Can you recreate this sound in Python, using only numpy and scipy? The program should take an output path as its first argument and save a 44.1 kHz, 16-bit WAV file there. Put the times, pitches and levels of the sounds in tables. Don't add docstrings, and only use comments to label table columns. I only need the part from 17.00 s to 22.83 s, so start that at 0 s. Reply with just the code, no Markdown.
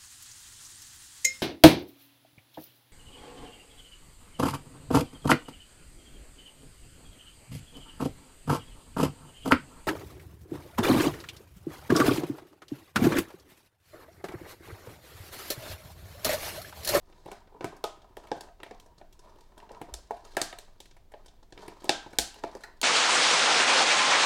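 import sys
import numpy as np
from scipy import signal
from scipy.fft import rfft, irfft
from scipy.io import wavfile
from scipy.ndimage import uniform_filter1d

SR = 44100
rng = np.random.default_rng(int(sys.argv[2]) if len(sys.argv) > 2 else 0)


def master(y):
    cut = np.clip(np.atleast_2d(y).T, -1, 1)
    pcm = np.round(cut * 32767)
    wavfile.write(sys.argv[1], SR, pcm.astype(np.int16))


N = 257103

# (frequency [Hz], relative level per Hz [dB])
ROOM_TONE = [(8.8, -22), (15, 30), (37, 18.5), (169, 1.5), (770, -7), (1260, -18), (3720, -18.5),
             (10000, -27.5), (16000, -26)]
# (frequency [Hz], time to fall 60 dB [s])
ROOM_DECAY = [(150, 0.29), (500, 0.23), (1500, 0.43), (4000, 0.34), (8000, 0.3), (12000, 0.21),
              (16000, 0.2)]
# (delay [ms], level against the direct sound [dB])
NEAR_ECHOES = [(2.2, -6), (9.4, -13)]
# (time [s], scrape on the table [dB], rustle of the sheet [dB])
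HANDLING = [(0, -65, -84), (.22, -69.5, -73.5), (.26, -54.5, -68), (.36, -56, -62.5), (.46, -66.5, -101),
            (.68, -53.5, -73), (.77, -60.5, -85), (1.07, -64.5, -92), (1.38, -52, -66), (1.52, -71.5, -93),
            (1.7, -59, -77), (1.85, -70, -84), (2.17, -72, -83), (2.3, -56.5, -71.5), (2.49, -69.5, -76.5),
            (2.54, -59, -81), (2.91, -56.5, -78), (3.0, -68, -72.5), (3.2, -61.5, -67.5),
            (3.451, -62.5, -62), (4.069, -80, -102), (4.2, -70.5, -79), (4.47, -80.5, -87),
            (4.53, -66, -85), (4.565, -66, -85.5), (4.609, -51.5, -54.5), (4.67, -56.5, -66.5),
            (4.75, -56.5, -72.5), (4.86, -57, -61.5), (4.97, -54, -69.5), (5.3, -68, -63.5),
            (5.551, -48, -66.5), (5.62, -66, -72.5), (5.701, -56, -86), (5.83, -81, -69)]
# (frequency [Hz], relative level per Hz [dB])
RUSTLE_COLOUR = [(700, -5), (1200, -32), (1600, 6.5), (2500, -10), (4000, 1.5), (7000, -6.5),
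                 (14700, -22.5), (16000, -45.5)]
# (pitch [Hz], relative level [dB], time to fall 51 dB [s])
PACK_TONES = [(173, 3, 0.037), (216.4, 8.5, 0.021), (268.7, 8.5, 0.018), (377, 9.5, 0.027),
              (453.4, 3, 0.015), (540, 6, 0.022), (665.6, 13, 0.03), (778, 11.5, 0.025), (849, 8.5, 0.019),
              (1000, 3.5, .012)]
# (pitch [Hz], relative level [dB], time to fall 51 dB [s])
WALL_TONES = [(775, 4, 0.0069), (1165, 6, 0.0077), (1280, 5.5, 0.074), (1530, 10, 0.025),
              (1780, -5, 0.0028)]
# (time [s], crack [dB], thud of the body [dB], fizz [dB], thud pitch [Hz], crack pitch [Hz])
CRACK_EVENTS = [(0.124, -64.5, -64.5, -88, 298, 2110), (.262, -70, -46.5, -86, 570, 2000),
                (0.2832, -60.5, -45.5, -75, 716, 2200), (0.315, -49.5, -45.5, -53.5, 765, 2130),
                (.4723, -69, -62, -85, 410, 2100), (0.6078, -51, -39, -100, 415, 2640),
                (0.6431, -42, -31, -45, 302, 2400), (0.764, -66, -56, -62, 790, 2070),
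                (0.8398, -37, -29, -42.5, 720, 3440), (1.018, -64.5, -63, -85, 360, 3630),
                (1.1685, -53.5, -41.5, -55, 583, 3300), (1.27, -58, -75, -65, 790, 2210),
                (1.3158, -44, -28.5, -88, 418, 3440), (1.4074, -50, -50, -50.5, 870, 4550),
                (1.4842, -67.5, -49, -87, 715, 1900), (1.6007, -59.5, -53, -87, 700, 2560),
                (1.6314, -46.5, -45, -56.5, 480, 2130), (1.6634, -63, -50.5, -90, 760, 2090),
                (1.7092, -55.5, -41.5, -89, 700, 2280), (1.745, -67, -54.5, -87, 590, 3830),
                (1.7985, -59, -69, -59.5, 368, 3970), (1.9805, -62.5, -60, -93, 260, 4400),
                (2.013, -64, -47, -87, 475, 1800), (2.1248, -63.5, -70, -63, 315, 3800),
                (2.191, -60.5, -61.5, -87, 291, 5340), (2.407, -65.5, -78, -66, 357, 4040),
                (2.5765, -60.5, -51.5, -59, 410, 3450), (2.6006, -58.5, -69, -87, 683, 1900),
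                (2.6913, -62.5, -53.5, -86, 840, 3000), (2.7077, -68, -45.5, -82, 494, 1970),
                (2.7157, -61.5, -60, -89, 318, 5070), (2.7463, -62.5, -55.5, -85, 794, 3420),
                (2.8146, -51.5, -38, -55.5, 324, 2060), (2.939, -41, -47.5, -46.5, 690, 5230),
                (3.108, -53.5, -30, -58.5, 900, 2170), (3.3336, -64, -61, -87, 428, 3500),
                (3.3678, -30.5, -24.5, -36.5, 494, 1800), (3.4153, -30, -36, -32, 350, 4530),
                (3.5269, -50.5, -42.5, -75, 745, 1900), (3.5859, -48.5, -50.5, -48.5, 855, 3820),
                (3.8023, -50.5, -55, -52.5, 424, 3870), (3.8551, -59.5, -63, -62, 348, 3600),
                (3.9095, -62, -66, -84, 340, 3400), (3.9652, -63.5, -59.5, -70, 696, 2120),
                (4.118, -64.5, -59.5, -66, 740, 1950), (4.138, -57.5, -43, -96, 694, 1900),
                (4.259, -59.5, -59.5, -75, 680, 5500), (4.2802, -58.5, -63, -79, 630, 3670),
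                (4.427, -66.5, -61, -87, 390, 4200), (4.5234, -55, -50.5, -73, 300, 3500),
                (4.576, -51.5, -54, -69, 390, 2130), (4.6797, -51, -43, -56, 333, 2340),
                (4.8191, -63, -53, -69, 362, 3560), (4.8421, -55.5, -40, -50.5, 414, 3300),
                (4.871, -67, -48, -75, 400, 4200), (4.8928, -21.5, -21.5, -60, 540, 3560),
                (5.0632, -73, -46, -92, 312, 4300), (5.1321, -56, -47.5, -60, 363, 2200),
                (5.186, -23.5, -30, -23, 422, 4370), (5.342, -54.5, -58, -57.5, 600, 2980),
                (5.3587, -67, -55.5, -75, 596, 3850), (5.384, -62, -56, -75, 600, 2520),
                (5.430, -73, -52, -78, 600, 4930), (5.437, -45, -29, -81, 707, 2330),
                (5.8144, -38.5, -47, -36, 590, 4820), (5.827, -42.5, -52, -45, 796, 3950)]
# (start [s], length [s], level before the swell and fade [dB])
BLADE_SLIDES = [(0.127, 0.103, -74.5)]
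# (centre [Hz], width [Hz], relative level [dB])
BLADE_BANDS = [(1630, 300, 2), (4100, 900, 6.5), (5100, 500, -3), (6200, 500, -4.5)]
# (time [s], level before the swell and fade [dB])
TABLE_THUMPS = [(2.923, -36.5), (5.188, -37.5), (5.438, -48.5)]
# (pitch [Hz], relative level [dB], time to fall 33 dB [s])
SCISSOR_TONES = [(930, -9, 0.059), (1510, 8.5, 0.026), (1694, 9, 0.017), (1900, 8, 0.017),
                 (4030, 6, 0.0023), (7100, -12, 0.012)]

ROOM_TONE_DB = -56.5
LUMP_DB, GRIP_DB = 5.2, 4
TEAR_MS, TEAR_SPREAD = 2.6, 0.25
TEAR_SHORTENS = 0.2
SNAP_MS = 1
CRUNCH_UNDER_THUD_DB, CRUNCH_OVER_CRACK_DB = 6, 1.5
PUSH_DB, PUSH_PITCH, PUSH_WIDTH = -1.5, 0.49, 0.97
PUSH_DB_PER_OCTAVE, PUSH_REF_HZ = 8, 280
TICKS_PER_S, TICK_BASE_DB, TICK_SPREAD_DB = 11, -1, 3.5
TICK_LOW_HZ, TICK_HIGH_HZ = 2000, 5500
TICK_THUD_DB, TICK_FIZZ_DB = 0, -4
TICK_THUD_SHARE = 0.12
LAID_S, LAID_DB = 5.636, -42
EDGE_HZ = 16300


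def gain_of(db):
    return 10 ** (np.asarray(db) / 20)


def evened(x):
    return x / np.sqrt(np.mean(x ** 2) + 1e-20)


def level(x, db):
    energy = (x ** 2).sum(-1, keepdims=True)
    return gain_of(db) * x / np.sqrt(energy * 100 / SR)


def read(points, hz):
    f, value = np.transpose(points)
    return np.interp(np.log(hz + 1), np.log(f + 1), value)


def add(mix, s, sound):
    part = mix[..., round(s * SR):][..., :sound.shape[-1]]
    part += sound[..., :part.shape[-1]]


def ring(x, hz, width_hz):
    r = np.exp(-np.pi * width_hz / SR)
    return signal.lfilter([1 - r, 0, r - 1], [1, -2 * r * np.cos(2 * np.pi * hz / SR), r * r], x)


def shaped(x, spectrum):
    hz = np.fft.rfftfreq(len(x), 1 / SR)
    return evened(irfft(rfft(x) * gain_of(read(spectrum, hz)), len(x)))


def room_tone():
    return gain_of(ROOM_TONE_DB) * shaped(rng.standard_normal(N), ROOM_TONE)


def room(direct, *parts, tail_db=-7.):
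    out = direct.copy()
    for ms, db in NEAR_ECHOES:
        add(out, ms / 1000, gain_of(db) * direct)
    slots = np.arange(200, SR // 2 - 20, 20)
    for part in parts:
        taps = np.zeros(SR // 2)
        taps[slots + rng.integers(0, 20, len(slots))] = rng.choice([-1., 1.], len(slots))
        hz, t, spectrum = signal.stft(taps, SR, nperseg=256)
        fade = gain_of(-60 * t / read(ROOM_DECAY, hz)[:, None])
        tail = signal.istft(spectrum * fade, SR, nperseg=256)[1]
        out += signal.fftconvolve(part, tail)[:N] * gain_of(tail_db) / np.linalg.norm(tail)
    return out


def pack(x, modes, centre_hz=560, focus_db=0., place_db=0., bend=0.):
    place, grip = rng.standard_normal((2, len(modes)))
    total = 0
    for k, (hz, db, fall_s) in enumerate(modes):
        octaves = np.log2(hz / centre_hz)
        gain = gain_of(db + place_db * place[k] - focus_db * octaves ** 2)
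        total = total + (-1) ** k * gain * ring(x, hz * (1 + bend * grip[k]), 1.88 / fall_s)
    return total


def handling(s):
    at, *columns = np.transpose(HANDLING)
    return np.array([np.interp(s, at, db) for db in columns])


def rubbing():
    effort = gain_of(handling(np.arange(N) / SR))
    lumps = evened(uniform_filter1d(rng.standard_normal((2, N)), 400))
    grain_db = 2.4 * np.minimum(rng.exponential(1, (2, N)), 6)
    grit = rng.standard_normal((2, N)) * gain_of(grain_db + LUMP_DB * lumps)
    grip = gain_of(GRIP_DB * evened(uniform_filter1d(rng.standard_normal((3, N)), 3000)))
    body = sum(pack(g * grit[0], PACK_TONES, focus_db=-2.0, place_db=3.5, bend=0.066) for g in grip)
    scrape = evened(body + 0.17 * pack(grit[0], WALL_TONES))
    table_face = evened(ring(ring(grit[0], 620, 330), 510, 470))
    scrape = evened(scrape + 0.46 * table_face)
    return effort[0] * scrape + effort[1] * shaped(grit[1], RUSTLE_COLOUR)


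def crack(crack_db, thud_db, fizz_db, thud_hz, crack_hz):
    t = np.arange(4096) / SR
    shortening_db = TEAR_SHORTENS * (max(crack_db, thud_db) + 22.5)
    tear_s = TEAR_MS / 1000 * np.exp(TEAR_SPREAD * rng.standard_normal()) * gain_of(-shortening_db)
    slips = rng.standard_normal(len(t)) * gain_of(1.06 * rng.exponential(1, len(t)))
    slips *= np.minimum(t / (0.27 * tear_s), 1) * np.exp(-(t / tear_s) ** 2)
    slips = np.array([slips / np.linalg.norm(slips), t == 0])

    ping = ring(slips, crack_hz, .15 * crack_hz)
    broad = ring(slips, crack_hz, 2.26 * crack_hz)
    sheet = ring(1.1 * ping + broad, 0.25 * crack_hz, 1.84 * crack_hz)
    sheet = signal.lfilter(*signal.butter(2, min(2.27 * crack_hz, .4 * SR), fs=SR), sheet)
    fizz = ring(ring(slips, 4100, 7900), 6000, 16000)

    shove = np.sin(np.pi * np.minimum(t / SNAP_MS * 1000, 1)) ** 2
    body = pack(shove + 0.55 * slips, PACK_TONES, thud_hz, focus_db=4.0, place_db=2.5, bend=0.044)
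    push_hz = PUSH_PITCH * thud_hz
    push = ring(ring(shove, push_hz, PUSH_WIDTH * thud_hz), push_hz, thud_hz)
    push_db = thud_db + PUSH_DB - PUSH_DB_PER_OCTAVE * np.log2(thud_hz / PUSH_REF_HZ)
    thud = level(body, thud_db) + level(push, push_db)

    crunch_db = min(thud_db - CRUNCH_UNDER_THUD_DB, crack_db + CRUNCH_OVER_CRACK_DB)
    crunch = level(pack(slips, WALL_TONES, place_db=7.5, bend=0.02), crunch_db)
    parts = np.array([level(sheet, crack_db), level(fizz, fizz_db), thud, crunch])
    return np.vstack([parts[:, 0].sum(0), parts[:, 1]])


def ticks():
    when, size, pitch = rng.random((int(TICKS_PER_S * N / SR), 3)).T
    s = when * N / SR
    scrape_db, rustle_db = handling(s) + TICK_BASE_DB - TICK_SPREAD_DB * np.log(size)
    hz = TICK_LOW_HZ * (TICK_HIGH_HZ / TICK_LOW_HZ) ** pitch
    return zip(s, rustle_db, scrape_db + TICK_THUD_DB, rustle_db + TICK_FIZZ_DB, TICK_THUD_SHARE * hz, hz)


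def slide(length_s, db):
    t = np.arange(0, length_s, 1 / SR)
    noise = rng.standard_normal(len(t))
    hiss = sum(gain_of(a) * evened(ring(noise, hz, width_hz)) for hz, width_hz, a in BLADE_BANDS)
    return gain_of(db) * evened(hiss) * np.sin(np.pi * t / length_s) ** .4


def thump(db):
    t = np.arange(8192) / SR
    swing = np.sin(2 * np.pi * 55 * t)
    return gain_of(db) * swing * np.minimum(t / 0.0073, 1) * np.exp(-t / 0.041)


def scissors(db):
    t = np.arange(8192) / SR
    rattle = rng.standard_normal(len(t)) * np.exp(-t / 0.0067)
    touch = rng.standard_normal(len(t)) * np.exp(-t / 0.0016)
    knock = pack(rattle, PACK_TONES)
    metal = sum(gain_of(a) * evened(ring(rattle, hz, 1.2 / fall_s)) for hz, a, fall_s in SCISSOR_TONES)
    return level(ring(touch, 4300, 5700), db - 17.5) + level(knock, db - 7) + level(metal, db)


def scene():
    near = np.zeros((5, N))
    table = np.zeros(N)
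    add(near[:2], 0, rubbing())
    for s, *blow in [*CRACK_EVENTS, *ticks()]:
        add(near, s, crack(*blow))
    for s, *stroke in BLADE_SLIDES:
        add(near[:2], s, slide(*stroke))
    for s, db in TABLE_THUMPS:
        add(table, s, thump(db))
    add(near[:2], LAID_S, scissors(LAID_DB))
    return (room(*near) + table + room_tone())[None]


def record(dry):
    rounded = .7 * np.tanh(dry / .7)
    low_pass = signal.firwin(511, EDGE_HZ, window=("kaiser", 9), fs=SR)
    return signal.oaconvolve(rounded, low_pass[None], "same")


dry = scene()
out = record(dry)
master(out)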